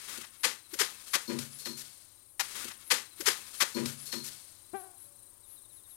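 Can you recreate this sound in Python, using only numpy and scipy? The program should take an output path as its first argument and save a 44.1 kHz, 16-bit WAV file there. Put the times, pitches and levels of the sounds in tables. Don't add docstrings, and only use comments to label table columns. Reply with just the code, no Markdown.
import sys
import numpy as np
from scipy import signal
from scipy.fft import rfft, irfft
from scipy.io import wavfile

SR = 44100
rng = np.random.default_rng(int(sys.argv[2]) if len(sys.argv) > 2 else 0)


def to_wav(sig):
    pcm = np.clip(np.atleast_2d(sig), -1, 1) * 32767
    pcm = np.round(pcm).astype(np.int16)
    wavfile.write(sys.argv[1], SR, pcm.T)


N = 262836
T = np.arange(N) / SR


def undb(db):
    return 10 ** (np.asarray(db) / 20)


def unit(x):
    return x / np.sqrt(np.mean(x ** 2) + 1e-20)


def eq_db(eq, hz):
    rows = np.array(eq)
    return np.interp(np.log(hz + 0.00091), np.log(rows[:, 0]), rows[:, 1])


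def colour(x, eq):
    hz = np.arange(len(x) // 2 + 1) * SR / len(x)
    return unit(irfft(rfft(x) * undb(eq_db(eq, hz)), len(x)))


def noise(size, eq):
    return colour(rng.standard_normal(size), eq)


def drift(rate_hz):
    knots = rng.standard_normal(4096)
    return 1.2 * np.interp(T * rate_hz, np.arange(len(knots)), knots)


def add(out, start, x):
    i = int(start * SR)
    out[i:i + len(x)] += x[:max(N - i, 0)]


def resonate(x, modes):
    return sum(undb(db) * signal.lfilter(*signal.iirpeak(hz, hz / max(width, 15), SR), x)
               for hz, width, db in modes)


def woods(x, t60):
    tail = rng.standard_normal(SR) * undb(-60 * T[:SR] / t60)
    return signal.fftconvolve(x, tail / np.linalg.norm(tail))[:N]


# (frequency [Hz], width [Hz], level [dB])
SPAN_MODES = [(1440, 13, -7), (1800, 37, -15), (1970, 19, -10), (2194, 16, 4), (2630, 23, 0),
              (3210, 150, -7.5), (3820, 63, -6), (4070, 29, -10), (5200, 51, -10.5), (5080, 46, -6),
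              (6370, 140, 3.5), (7010, 58, 5.5)]


def wire_contacts(size, spread_db, ring_db):
    clicks = rng.standard_normal(size)
    clicks *= undb(spread_db * np.repeat(rng.standard_normal(size // 8 + 1), 8)[:size])
    return clicks + undb(ring_db) * resonate(clicks, SPAN_MODES)


# (time [s], level [dB], attack [s], length [s], rattle [dB], belly [dB], tilt [dB/octave])
MESH_HITS = [(2.395, -28, 0.001, 0.016, -11.5, -27.5, 0), (2.644, -39, 0.0013, 0.002, -14, -17, 3.5),
             (2.701, -47.5, 0.013, .02, -17, -31, -2.5), (2.903, -23, 0.016, .021, -5, -19.5, 0),
             (3.204, -35, 0.012, 0.0082, -29, -10, 2.5), (3.258, -24.3, 0.018, .031, -6, -21, 0.5),
             (3.602, -24, 0.015, 0.026, -11, -20.5, -0.64), (3.759, -44, 0.017, .028, 0.5, -1, -2.5),
             (3.856, -35.5, .0016, 0.0047, -6, -17, 3), (4.054, -45.5, .006, 0.026, -18, -24, 7.5),
             (4.126, -38, 0.0018, 0.017, -8, -14.5, -0.4), (4.237, -44, 0.011, 0.054, -15, -23, 4.5)]
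# (frequency [Hz], level [dB])
CLASH_EQ = [(290, -36.5), (500, -17), (659, -13.5), (831, -2), (1060, -3.5), (1160, -1), (1380, -2),
            (1740, -1.5), (2810, -2.5), (4150, -0.5), (11500, -6.5), (14700, -19), (16000, -29)]
# (frequency [Hz], width [Hz], level [dB])
PANEL_MODES = [(1516, 210, -5.5), (1783, 230, -0.5), (1970, 130, -3), (2410, 190, -10)]
# (frequency [Hz], level [dB])
BELLY_EQ = [(60, -21), (150, -9), (250, -3), (450, 3.5), (580, 1), (720, -30), (1200, -44)]


def blows(stop_t60=0.049, rattle_t60=0.29, belly_lag_s=0.00847):
    out, t = np.zeros(N), np.arange(16384) / SR
    for start, db, attack, length, rattle_db, belly_db, tilt in MESH_HITS:
        since_push = np.maximum(t - length, 0)
        push = np.minimum(0.28 + t / attack, 1) * undb(-60 * since_push / stop_t60)
        rattle = np.minimum(t / length, 1) * undb(rattle_db - 60 * since_push / rattle_t60)
        force = undb(db) * np.maximum(push, rattle)
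        tilted_eq = [(hz, level + tilt * np.log2(hz / 4000)) for hz, level in CLASH_EQ]
        clash = colour(wire_contacts(len(t), spread_db=3, ring_db=-11), tilted_eq)
        clang_db = -8.5 - 2 * tilt
        clang = undb(clang_db) * unit(resonate(rng.standard_normal(len(t)), PANEL_MODES))
        add(out, start, force * unit(clash + clang))
        add(out, start + belly_lag_s, undb(belly_db) * force * noise(len(t), BELLY_EQ))
    return out


def sway(crest, build, t60, linger_db=-13, linger_t60=2.7):
    before, after = np.maximum(crest - T, 0), np.maximum(T - crest, 0)
    settle = np.maximum(undb(-60 * after / t60), undb(linger_db - 60 * after / linger_t60))
    return np.exp(-(before / build) ** 2) * settle


# (crest time [s], level [dB], build-up [s], t60 [s], chatter against jingle [dB])
MESH_SWAYS = [(2.45, -47.5, 0.022, 0.75, -5.5), (2.632, -45.5, 0.15, 0.64, -1.5),
              (3.27, -50, 0.082, 1.86, -2.5), (3.61, -49, .16, 3.2, -10), (3.885, -49, 0.077, 0.62, -4.5),
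              (4.16, -50, 0.13, 1.29, -15), (4.31, -52, 0.057, 0.94, -10)]
# (frequency [Hz], level [dB])
JINGLE_EQ = [(1000, -9.5), (2500, -8.5), (4300, 0.5), (6500, -2.5), (9000, 2.5), (12000, -3), (16000, -19)]
# (frequency [Hz], level [dB])
CHATTER_EQ = [(80, -21), (200, -4.5), (450, -9), (700, -16.5), (1050, -2), (1500, -1), (2000, -3),
              (2700, -3), (3600, -4.5), (7000, -13.5)]


def shiver():
    jingle_power, chatter_power = np.zeros(N), np.zeros(N)
    for crest, db, build, t60, chatter_db in MESH_SWAYS:
        motion = undb(db) * sway(crest, build, t60)
        jingle_power += motion ** 2
        chatter_power += (undb(chatter_db) * motion) ** 2
    flurry = undb(1.78 * drift(70))
    jingle = colour(wire_contacts(N, spread_db=2, ring_db=-8), JINGLE_EQ) * np.sqrt(jingle_power)
    chatter = colour(wire_contacts(N, spread_db=2.5, ring_db=3), CHATTER_EQ) * np.sqrt(chatter_power)
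    return flurry * (jingle + chatter) * (T > MESH_HITS[0][0])


# (frequency [Hz], level [dB])
RUMBLE_EQ = [(25, -9), (42, -2), (62, -13), (100, 4.5), (125, -7), (165, -16.5), (340, -6.5), (480, -16.5),
             (570, -10), (660, -17.5), (1020, -12), (2400, -28.5), (4200, -20), (7500, -24.5)]
# (frequency [Hz], level [dB])
INSECT_EQ = [(5000, -15), (7500, -4.5), (11000, -8), (14000, -2), (16000, -13)]


def night(rumble_db=-68, hiss_db=-66.5):
    rumble = undb(rumble_db + 0.17 * drift(5.2)) * noise(N, RUMBLE_EQ)
    return rumble + undb(hiss_db) * noise(N, INSECT_EQ)


# (frequency [Hz], level [dB])
TRILL_EQ = [(7000, -30), (8000, -12.5), (8500, -0.5), (8900, -4), (9450, -1), (10200, -6.5), (11500, -11.5),
            (15000, -30)]


def trilling_cricket(stroke_hz=28.1, crest_s=4.2, level_db=-60.5, depth_db=3.5):
    stroke = np.cos(2 * np.pi * stroke_hz * (T - crest_s))
    return undb(level_db + depth_db * stroke + 0.93 * drift(16)) * noise(N, TRILL_EQ)


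# (time [s], level [dB], push pitch [Hz], attack [s], share of the free t60 [ratio])
FRAME_HITS = [(2.642, -46.5, 288, 0.015, 0.43), (2.917, -49, 312, 0.055, 0.66),
              (3.748, -30.5, 267, 0.026, 0.94), (3.805, -37.5, 227, 0.014, 1),
              (3.859, -40, 190, 0.002, 0.37), (4.127, -36, 267, 0.045, 0.8)]
# (frequency [Hz], level [dB], free t60 [s])
FRAME_MODES = [(106.7, -10.5, 0.62), (124.2, -9, 0.54), (139.9, -7.5, 0.74), (212.4, -1, 0.32),
               (234, 0.5, 0.38), (264, -19, 0.62), (334.2, 1, 0.29), (364, -10.5, 0.48),
               (396.6, -10.5, 0.42), (462, -7, 0.2), (477, -16, 0.083), (550, -11, 0.32), (952, 3.5, 0.3),
               (1002, 1.5, 0.29), (1006, -33, 0.16), (1193, 2.5, 0.47)]


def frame_booms(focus_db=5, low_lag=1.48, sag=0.039, sag_s=0.055):
    out, t = np.zeros(N), np.arange(32768) / SR
    hz, mode_db, t60 = np.transpose(FRAME_MODES)[:, :, None]
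    warped_t = t + sag * sag_s * (1 - np.exp(-t / sag_s))
    for start, db, push_hz, attack, share in FRAME_HITS:
        gain = undb(mode_db - focus_db * np.log2(hz / push_hz) ** 2)
        build = np.minimum(t / (attack * np.maximum(push_hz / hz, 1) ** low_lag), 1)
        decay = undb(-60 * t / (t60 * share))
        rings = build * decay * np.sin(2 * np.pi * (hz * warped_t + rng.random(hz.shape)))
        add(out, start, 2 * undb(db) * np.sum(gain * rings, axis=0) / np.linalg.norm(gain))
    return out


# (centre time [s], level [dB], half-length [s], tooth rate [Hz])
WING_BUZZES = [(2.885, -51.5, 0.045, 410), (3.213, -51, 0.041, 460), (3.603, -47, 0.039, 410),
               (4.019, -50, 0.056, 297), (4.801, -52.5, 0.07, 360), (5.025, -54.5, 0.075, 410),
               (5.525, -53.5, 0.076, 400), (5.755, -55, 0.058, 316), (5.912, -54.5, 0.067, 420)]
# (frequency [Hz], level [dB])
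BUZZ_EQ = [(8500, -18), (9800, -8.5), (10250, 5), (10650, -3.5), (11300, -1), (12000, -8), (13500, -19.5)]


def bush_cricket(rasp_db=-4, hang_db=-16, hang_s=0.058):
    out, t = np.zeros(N), np.arange(-8192, 16384) / SR
    for centre, db, half_length, tooth_hz in WING_BUZZES:
        harmonics = sum(undb(eq_db(BUZZ_EQ, hz)) * np.sin(2 * np.pi * (hz * t + rng.random()))
                        for hz in tooth_hz * np.arange(25, 35))
        wing = unit(harmonics) + undb(rasp_db) * noise(len(t), BUZZ_EQ)
        swell = np.exp(-2 * (t / half_length) ** 2)
        hang = undb(hang_db) * np.exp(-abs(t - half_length) / hang_s)
        add(out, centre + t[0], undb(db) * (swell + hang) * unit(wing))
    return out


# (centre time [s], level [dB], pitch [Hz], half-length [s], rise [octaves/s])
SHEET_KNOCKS = [(2.41, -43.5, 800, 0.011, 0.5), (2.928, -42.5, 501, 0.0087, 3.5),
                (3.207, -40.5, 351, 0.0053, 1), (3.283, -33, 428, 0.0057, 12.5),
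                (3.63, -48, 577.5, 0.018, 0)]


def knocks():
    out, t = np.zeros(N), np.arange(-2048, 2048) / SR
    for centre, db, hz, half_length, rise in SHEET_KNOCKS:
        cycles = np.cumsum(hz * 2 ** (rise * t)) / SR + rng.random()
        envelope = np.sqrt(2) * undb(db) * np.exp(-(t / half_length) ** 2)
        add(out, centre + t[0], envelope * np.sin(2 * np.pi * cycles))
    return out


# (time [s], syllable rate [Hz], length [s], level [dB], pitch [Hz], syllable's fall [ratio])
CHIRP_PHRASES = [(3.037, 15.5, .45, -57, 4030, .08), (4.46, 23.8, .42, -66, 4040, .11),
                 (4.955, 23.5, .127, -67, 4020, .11), (5.136, 24, .166, -68, 3990, .12),
                 (5.422, 15, .133, -65, 3800, .21), (5.555, 14.9, .4, -62, 3840, .21)]


def field_cricket(duty=0.72, trim_db=-6.5, woods_db=-3, rough_db=4):
    chirps = np.zeros(N)
    for start, rate, length, db, hz, fall in CHIRP_PHRASES:
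        stroke = np.minimum(T[:int(length * SR)] * rate % 1 / duty, 1)
        pitch = hz * (1 + fall * (0.5 - stroke))
        add(chirps, start, undb(db) * np.sin(np.pi * stroke) * np.sin(2 * np.pi * np.cumsum(pitch) / SR))
    song = chirps * undb(trim_db + rough_db * drift(400) + drift(7.3))
    return song + undb(woods_db) * woods(song, t60=0.15)


# (time [s], level [dB], t60 [s])
WIRE_SCRAPES = [(3.743, -42.5, 0.37), (4.058, -50.5, 0.67), (4.118, -39.5, 0.17), (4.149, -47.5, 0.55)]
# (frequency [Hz], width [Hz], level [dB])
TAUT_MODES = [(4230, 35, -0.5), (4450, 23, -6), (4402, 16, -1.5), (5330, 280, -11.5), (6020, 21, -12),
              (7900, 34, -16)]


def wire_squeals(squeal_hz=4275, slip_hz=55, rasp_db=2, ping_hz=11950, ping_db=-6, ping_t60=0.22):
    force, ping, t = np.zeros(N), np.zeros(N), T[:SR]
    for start, db, t60 in WIRE_SCRAPES:
        onset = undb(db) * np.minimum(t / 0.0051, 1)
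        add(force, start, onset * undb(-60 * t / t60))
        add(ping, start, onset * undb(ping_db - 60 * t / ping_t60))
    slip_rate = slip_hz * (1 + 0.23 * drift(30))
    slips = 1 + 0.2 * np.sin(2 * np.pi * np.cumsum(slip_rate) / SR)
    phase_per_hz = 2 * np.pi * np.cumsum(1 + 0.015 * drift(160)) / SR
    rasp = undb(rasp_db) * unit(resonate(rng.standard_normal(N), TAUT_MODES))
    squeal = unit(np.sqrt(2) * np.sin(squeal_hz * phase_per_hz) + rasp)
    return force * slips * squeal + ping * np.sin(ping_hz * phase_per_hz)


# (time [s], target pitch [Hz], level [dB], attack [s],
# t60 [s])
DOG_NOTES = [(4.732, 403, -35, 0.018, 0.21), (4.808, 386, -51, 0.0313, .36), (5.03, 578, -69.5, 0.047, 1.1)]
# (frequency [Hz], level [dB])
THROAT_EQ = [(90, -31), (220, 15), (390, -4.5), (790, -6), (1190, -19), (1590, -18.5), (2000, -30),
             (2400, -28.5), (2800, -37), (3500, -39), (9000, -70)]


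def dog(scoop=0.38, scoop_s=0.0065, sag_hz_per_db=2.1, chest_s=0.007, chest_fade_s=0.027, woods_db=-16):
    yelp, t = np.zeros(N), T[:SR]
    for start, top_hz, db, attack, t60 in DOG_NOTES:
        fade_db = -60 * np.clip((t - attack) / t60, 0, 1)
        pitch = top_hz * (1 - scoop * np.exp(-t / scoop_s)) + sag_hz_per_db * fade_db
        pitch *= 1 + 0.0056 * drift(296)[:SR]
        phase = 2 * np.pi * np.cumsum(pitch) / SR
        voice = sum(undb(eq_db(THROAT_EQ, k * pitch) - eq_db(THROAT_EQ, top_hz)) * np.sin(k * phase)
                    for k in range(1, 10))
        breath = undb(-17) * noise(SR, THROAT_EQ)
        envelope = np.minimum(t / attack, 1) * undb(db + fade_db) * (t < attack + t60)
        add(yelp, start, envelope * (voice + breath))
    thin = undb(2) * signal.sosfiltfilt(signal.butter(2, 450, "high", fs=SR, output="sos"), yelp)
    chest = np.clip(1 - (T - DOG_NOTES[0][0] - chest_s) / chest_fade_s, 0, 1)
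    return chest * yelp + (1 - chest) * thin + undb(woods_db) * woods(thin, t60=0.7)


def scene(repeat_s=2.46912, early_db=-2, lull_db=-6):
    fence = blows() + shiver() + knocks() + frame_booms() + wire_squeals()
    bout = fence + trilling_cricket() + bush_cricket() + field_cricket() + night()
    early = np.roll(bout, -int(repeat_s * SR)) * undb(early_db)
    crossfade = np.clip((T - 2.2) / 0.15, 0, 1)
    lull = undb(np.interp(T, [2.3, 2.42], [lull_db, 0]))
    mono = np.sqrt(1 - crossfade) * early + np.sqrt(crossfade) * lull * bout + dog()
    return np.array([2 * mono, np.zeros(N)])


def record(dry, top_hz=15850):
    return signal.sosfilt(signal.ellip(10, 0.2, 80, top_hz, fs=SR, output="sos"), dry)


dry = scene()
out = record(dry)
to_wav(out)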